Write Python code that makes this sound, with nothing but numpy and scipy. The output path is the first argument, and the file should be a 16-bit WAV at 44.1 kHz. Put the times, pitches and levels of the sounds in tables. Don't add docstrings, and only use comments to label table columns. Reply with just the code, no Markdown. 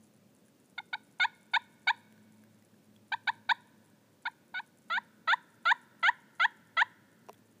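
import sys
import numpy as np
from scipy import signal
from scipy.fft import rfft, irfft
from scipy.io import wavfile
from scipy.ndimage import uniform_filter1d

SR = 44100
rng = np.random.default_rng(int(sys.argv[2]) if len(sys.argv) > 2 else 0)


def unload_audio(sound):
    columns = np.transpose(np.atleast_2d(sound))
    steps = np.round(np.clip(columns, -1, 1) * 32767)
    wavfile.write(sys.argv[1], SR, steps.astype(np.int16))


def how_loud(loudness_db):
    steps = np.asarray(loudness_db, float) / 20
    return 10 ** steps


N = 335160


def at_hz(points, hz):
    points = np.array(points)
    return np.interp(np.log(hz), np.log(points[:, 0]), points[:, 1])


def drift(rate_hz, size):
    r = np.exp(-2 * np.pi * rate_hz / SR)
    slow = signal.lfilter([1], [1, -2 * r, r * r], rng.standard_normal(size + 4000))[4000:]
    return slow / np.sqrt((1 + r * r) / (1 - r * r) ** 3)


def ring(hz, t60):
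    t = np.arange(4000) / SR
    return np.sin(2 * np.pi * hz * t) * how_loud(-60 * t / t60)


def bandpass(order, low_hz, high_hz, x):
    return signal.sosfilt(signal.butter(order, [low_hz, high_hz], "band", fs=SR, output="sos"), x)


def add(track, s, sound):
    i = round(s * SR)
    track[i:i + len(sound)] += sound[:max(N - i, 0)]


def turkey():
    # start t/s, crest t/s, lowest pitch f/Hz, pitch at the crest f/Hz, level/dB
    yelps = [(0.779, 0.8009, 704, 840, -33.5), (0.93, 0.9523, 716, 873, -30),
             (1.199, 1.2531, 712, 935, -24), (1.536, 1.571, 711, 943.5, -23.5),
             (1.872, 1.9076, 727, 934.6, -22.5), (3.12, 3.1436, 756, 930, -28),
             (3.2734, 3.2971, 684, 930, -24.5), (3.492, 3.52, 699, 951, -22.5),
             (4.254, 4.2796, 698, 920, -31), (4.542, 4.5998, 723, 916, -35), (4.9, 4.9824, 635.5, 948, -30),
             (5.275, 5.3385, 635.4, 960, -24.5), (5.654, 5.7224, 646, 966, -23.5),
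             (6.029, 6.0943, 649, 956, -23.5), (6.3975, 6.456, 653, 944, -24),
             (6.769, 6.8245, 639.6, 953.5, -24)]
    turns_at_s = (2.5, 4.0, 4.75, 5.9)
    pops_db = [-8, -9.5, -2, -5.5, -6]
    pocket = signal.butter(3, [4850, 5700], "bandstop", fs=SR, output="sos")
    windpipe = signal.butter(6, 590, "high", fs=SR, output="sos")
    tract = np.vstack([pocket, windpipe])
    pop_rise = np.minimum(np.arange(4000) / SR / 0.004, 1)
    out = np.zeros(N)
    for row in yelps:
        start, db = row[0], row[4]
        head = np.searchsorted(turns_at_s, start)
        call = yelp(row, head)
        pop = how_loud(db - 0.5 + pops_db[head]) * 1.4 * ring(930, 0.04) * pop_rise
        add(call, .0025, pop[:len(call) - 200])
        add(out, start - .004, trunks(signal.sosfilt(tract, call)))
    return out


def yelp(row, head):
    # f/Hz, level/dB
    facing = [(1300, -3), (1800, 7), (2030, -4), (2250, -3), (2500, -3.5), (2750, -25.5), (3100, -15),
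              (3600, -6.5), (4000, -10.5), (4200, -18.5), (4750, -21.5), (5300, -66.5), (7000, -32),
              (8000, -58.5)]
    # f/Hz, level/dB
    turned = [(1250, -6), (1850, 5), (2050, -7.5), (2400, -2), (2650, -23.5), (2950, -11.5), (3250, -18),
              (3550, -6), (3800, -11), (4300, -20.5), (4750, -27), (5350, -56), (7000, -28.5), (8200, -54)]
    # f/Hz, level/dB
    lowered = [(1250, -1.5), (1850, 2), (2100, -2), (2400, -19), (2650, -22), (2950, -13), (3250, -9.5),
               (3550, -20), (3850, -14), (4300, -33), (4750, -33.5), (5350, -50), (7000, -37), (8200, -59)]
    throat = (facing, facing, facing, turned, lowered)[head]
    start, crest, _, crest_hz, db = row
    size = round((round(crest - start, 2) + .05) * SR)
    t = start - .004 + np.arange(size) / SR
    age = np.maximum(t - start, 0)
    hz, low_db, high_db, tilt_db, third_db = (uniform_filter1d(c, size=70) for c in effort(row, t, head))
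    start_db = -8000 * np.maximum(start - t, 0)
    after_ms = np.maximum(t - crest - .009, 0) * 1000
    phase = 2 * np.pi * np.cumsum(hz * (1 + .005 * drift(200, size))) / SR

    order = np.arange(2, 13)[:, None]
    shimmer_db = 1.13 * order ** .5 * np.array([drift(190, size) for k in order])
    colour_db = tilt_db * np.log2(order / 2) + third_db * (order == 3)
    gains = how_loud(at_hz(throat, order * hz) + colour_db + shimmer_db)
    gains /= np.sqrt(np.sum(gains ** 2, axis=0))
    top_db = 3.0 - 11 * np.exp(-age / .01) + .25 * (db + 24)
    gains *= how_loud(top_db * (order * hz > 5300))
    parted_s = t - crest + 0.0027 + .00007 * max(940 - crest_hz, 0)
    parted_ms = np.maximum(parted_s, 0) * 1000
    gains[0] *= how_loud(-2.5 * parted_ms)
    gains[1:] *= how_loud(-4.0 * parted_ms)
    overtones = np.sum(gains * np.cos(order * phase - 0.7 * order), axis=0)

    leak = how_loud(-25) + how_loud(-8) * np.exp(-age / .004)
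    air = rng.standard_normal(size) * (1 - np.cos(phase))
    breath = bandpass(9, 800, 4700, leak * air)
    breath += how_loud(-48.5) * bandpass(2, 11500, 13200, air)

    low = how_loud(low_db - 3.3 * after_ms) * np.sin(phase)
    high = how_loud(high_db - 7.0 * after_ms) * (overtones + how_loud(-3.0 * parted_ms) * breath)
    return np.sqrt(2) * how_loud(start_db) * (low + high)


def effort(row, t, head):
    # creep f/Hz, overtone swell in the sweep level/dB, brightness while low dB/octave,
    # brightness in the sweep dB/octave, third partial level/dB
    heads = [
        (49.4, -4.5, 2, 6.5, 1.5),
        (50.1, -4, 0.5, 6.5, -3),
        (46.7, -2.5, -2.5, 7.5, -3.5),
        (186.3, 1.5, -5, 2, -6),
        (191, 4, 0, 1, -1),
    ]
    # f/Hz, level/dB
    pipe = [(640, -18.5), (720, -25.5), (780, -17), (850, -6), (900, -2.5), (950, 1.5), (1010, 9)]
    start, crest, low_hz, crest_hz, db = row
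    creep_hz, swell_db, dull_db, bright_db, third_db = heads[head]
    age, late, length = np.maximum(t - start, 0), t - crest, crest - start

    dip_s, knee_hz = .007, 33.8
    creep = low_hz + creep_hz * np.maximum(age - dip_s, 0) / length
    sweep_hz_per_s = 11780 * how_loud(-.35 * (db + 24))
    pull = crest_hz + sweep_hz_per_s * np.minimum(late, 0.0032)
    catch = 128.5 * np.exp(-age / 0.0025)
    hz = creep + knee_hz * np.logaddexp(0, (pull - creep) / knee_hz) + catch
    swept = np.clip((hz - 800) / 110, 0, 1)

    closing_ms = 1000 * np.clip(late + 0.0012, 0, .0105)
    low_db = db + at_hz(pipe, hz) - 0.33 * closing_ms ** 2
    attack_db = -7.5 * np.exp(-age / 0.0016)
    build_db = -8.5 * np.exp(-age / 0.086 / length)
    high_db = db + attack_db + build_db + swell_db * swept
    sag_db = [-4.5, -4, -2.5, 0.5, -1.5][head]
    high_db += sag_db * np.exp(-((hz - 802) / 24) ** 2) * (age > dip_s)
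    tilt_db = dull_db + (bright_db - dull_db) * swept
    return hz, low_db, high_db, tilt_db, np.full(len(t), third_db)


def trunks(x):
    t = np.arange(round(1.5 * SR)) / SR
    near, far = rng.standard_normal((2, len(t))) * np.clip(t / 0.0073, 0, 1)
    near_decay = how_loud(-50.0 - 60 * t / 0.24) + how_loud(-69.0 - 60 * t / 1.4)
    near = signal.lfilter([1, -.4], [1], near) * near_decay
    far = bandpass(1, 900, 2500, far) * how_loud(-76.5 - 60 * t / 3.06)
    path = near + far
    path[0] = 1
    add(path, .016, how_loud(-25.5) * np.hanning(24) / 12)
    return signal.fftconvolve(x, path)


def knocks():
    # t/s, peak level/dB
    blows = [
        (7.2867, -33),
        (7.2946, -28),
    ]
    # f/Hz, level/dB, t60/s
    casing = [(427, -2.5, 0.062), (680, 0.5, 0.038), (995, 4, 0.016), (2670, -5.5, 0.0069),
              (5740, -7, 0.0048)]
    out = np.zeros(N)
    for s, db in blows:
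        for k, (hz, mode_db, t60) in enumerate(casing):
            add(out, s, how_loud(db - 11 + mode_db) * (-1) ** k * ring(hz, t60))
    return out


def snaps():
    # t/s, peak level/dB, brightness level/dB
    breaks = [
        (2.1246, -45, -16),
        (2.4376, -57.5, 4),
        (2.6246, -57, 5),
        (2.963, -63, -7.5),
        (7.266, -51, -20),
        (7.286, -54, -5),
        (7.2927, -40.5, -23),
        (7.3295, -39, -21),
        (7.3472, -53, -11),
        (7.3785, -55, -20),
    ]
    out, t = np.zeros(N), np.arange(400) / SR
    for s, db, bright_db in breaks:
        crack = rng.standard_normal(400) * how_loud(db - 9.0 - 60 * t / 0.0083)
        add(out, s, crack + how_loud(bright_db) * np.diff(crack, prepend=0))
    return out


def leaves():
    # t/s, peak level/dB
    clear = [(0.0293, -56), (0.0518, -59), (0.1376, -57), (0.3492, -54), (0.3865, -57), (0.4823, -57),
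             (0.5995, -56), (0.6584, -58), (0.6988, -53), (0.8573, -55), (1.035, -56), (1.1867, -50),
             (1.35, -54), (1.4107, -54), (1.6398, -55), (1.722, -59), (1.8188, -58), (2.3223, -56.5),
             (2.6489, -54), (3.0814, -58), (3.6716, -55.5), (4.2228, -53.5), (4.6633, -53.5), (4.7735, -56),
             (5.4271, -57), (5.8153, -55.5), (5.9958, -53), (6.2028, -56.5), (6.352, -54), (7.5133, -56)]
    # t/s, rate/(1/s)
    stir = [(0, 15), (1.8, 15), (2.0, 6), (7.6, 8)]
    t = np.arange(400) / SR
    cracks = rng.standard_normal(N) * how_loud(-85 + 4.8 * drift(40, N))
    slot_s = .004
    slots = np.arange(0, N / SR, slot_s)
    stirred = rng.random(len(slots)) < slot_s * np.interp(slots, *np.transpose(stir))
    faint_db = -58.5 + 1.5 * rng.standard_normal(len(slots))
    faint = np.transpose([slots, faint_db])[stirred]
    for s, db in [*clear, *faint]:
        for k in range(3):
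            tick = rng.standard_normal(400) * how_loud(-60 * t / .012)
            tick_db = db - 12.5 - k * rng.uniform(0, 9)
            add(cracks, s + k * rng.uniform(0.0058, .012), how_loud(tick_db) * tick / tick.std())
    rustle = bandpass(3, 6200, 10800, cracks)
    return rustle + how_loud(2.5) * signal.lfilter(*signal.iirpeak(9850, 14, fs=SR), cracks)


def drips():
    # t/s, peak level/dB, f/Hz
    drops = [
        (0.4835, -61, 1670),
        (2.1782, -56, 1650),
        (2.4375, -56, 1600),
        (2.623, -60, 1990),
        (2.7412, -62, 1650),
        (2.9626, -56, 3340),
        (7.342, -58.5, 3410),
        (7.3447, -60, 1556),
    ]
    out, t = np.zeros(N), np.arange(400) / SR
    for s, db, hz in drops:
        splash = rng.standard_normal(400) * how_loud(-9.5 - 60 * t / .015)
        splash = signal.lfilter([1], [1, -.7], splash)
        add(out, s, how_loud(db) * (ring(hz, .02)[:400] + splash))
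    return out


def drone():
    # t/s, width/s, firing line level/dB, second order level/dB
    swells = [
        (0.0, 0.16, -74.5, -64),
        (1.4, 0.32, -93, -71),
        (2.3, .35, -69, -60.5),
        (3.3, 0.62, -68, -66.5),
        (5.05, 0.23, -81, -64.5),
        (6.12, 0.078, -75.5, -78.5),
        (7.2, 0.59, -75.5, -73.5),
    ]
    s, width, first_db, second_db = np.transpose(swells)[:, :, None]
    swell = np.exp(-((np.arange(N) / SR - s) / width) ** 2)
    firing_hz = 107.5 * (1 + .004 * drift(3, N))
    phase = 2 * np.pi * np.cumsum(firing_hz) / SR
    first = how_loud(-88) + np.sum(how_loud(first_db) * swell, axis=0)
    second = how_loud(-91) + np.sum(how_loud(second_db) * swell, axis=0)
    first = first * how_loud(1.2 * drift(6, N)) * np.sin(phase)
    return first + second * how_loud(0.5 * drift(5, N)) * np.sin(2 * phase)


def woods():
    # f/Hz, level per Hz/dB
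    spectrum = [(24, -46), (60, -30.5), (85, -20), (100, -8), (175, -5.5), (210, -1.5), (416, -13),
                (580, -12.5), (700, -19.5), (1560, -25.5), (9800, -34), (11500, -39), (14800, -30.5),
                (16000, -31.5)]
    hz = np.arange(N // 2 + 1) * SR / N + 1
    noise = irfft(rfft(rng.standard_normal(N)) * how_loud(at_hz(spectrum, hz)), N)
    return how_loud(-64.0 + 0.2 * drift(6.4, N)) * noise / noise.std()


def scene():
    near = knocks() + snaps() + leaves() + drips()
    return (turkey() + near + drone() + woods())[None]


def band_limit(x):
    return signal.sosfilt(signal.butter(12, 15470, fs=SR, output="sos"), x)


def record(dry):
    mic = signal.sosfilt(signal.butter(2, 60, "high", fs=SR, output="sos"), dry)
    mic = signal.sosfilt(signal.ellip(12, .5, 70, 15400, fs=SR, output="sos"), mic)
    return band_limit(mic)


dry = scene()
out = record(dry)
unload_audio(out)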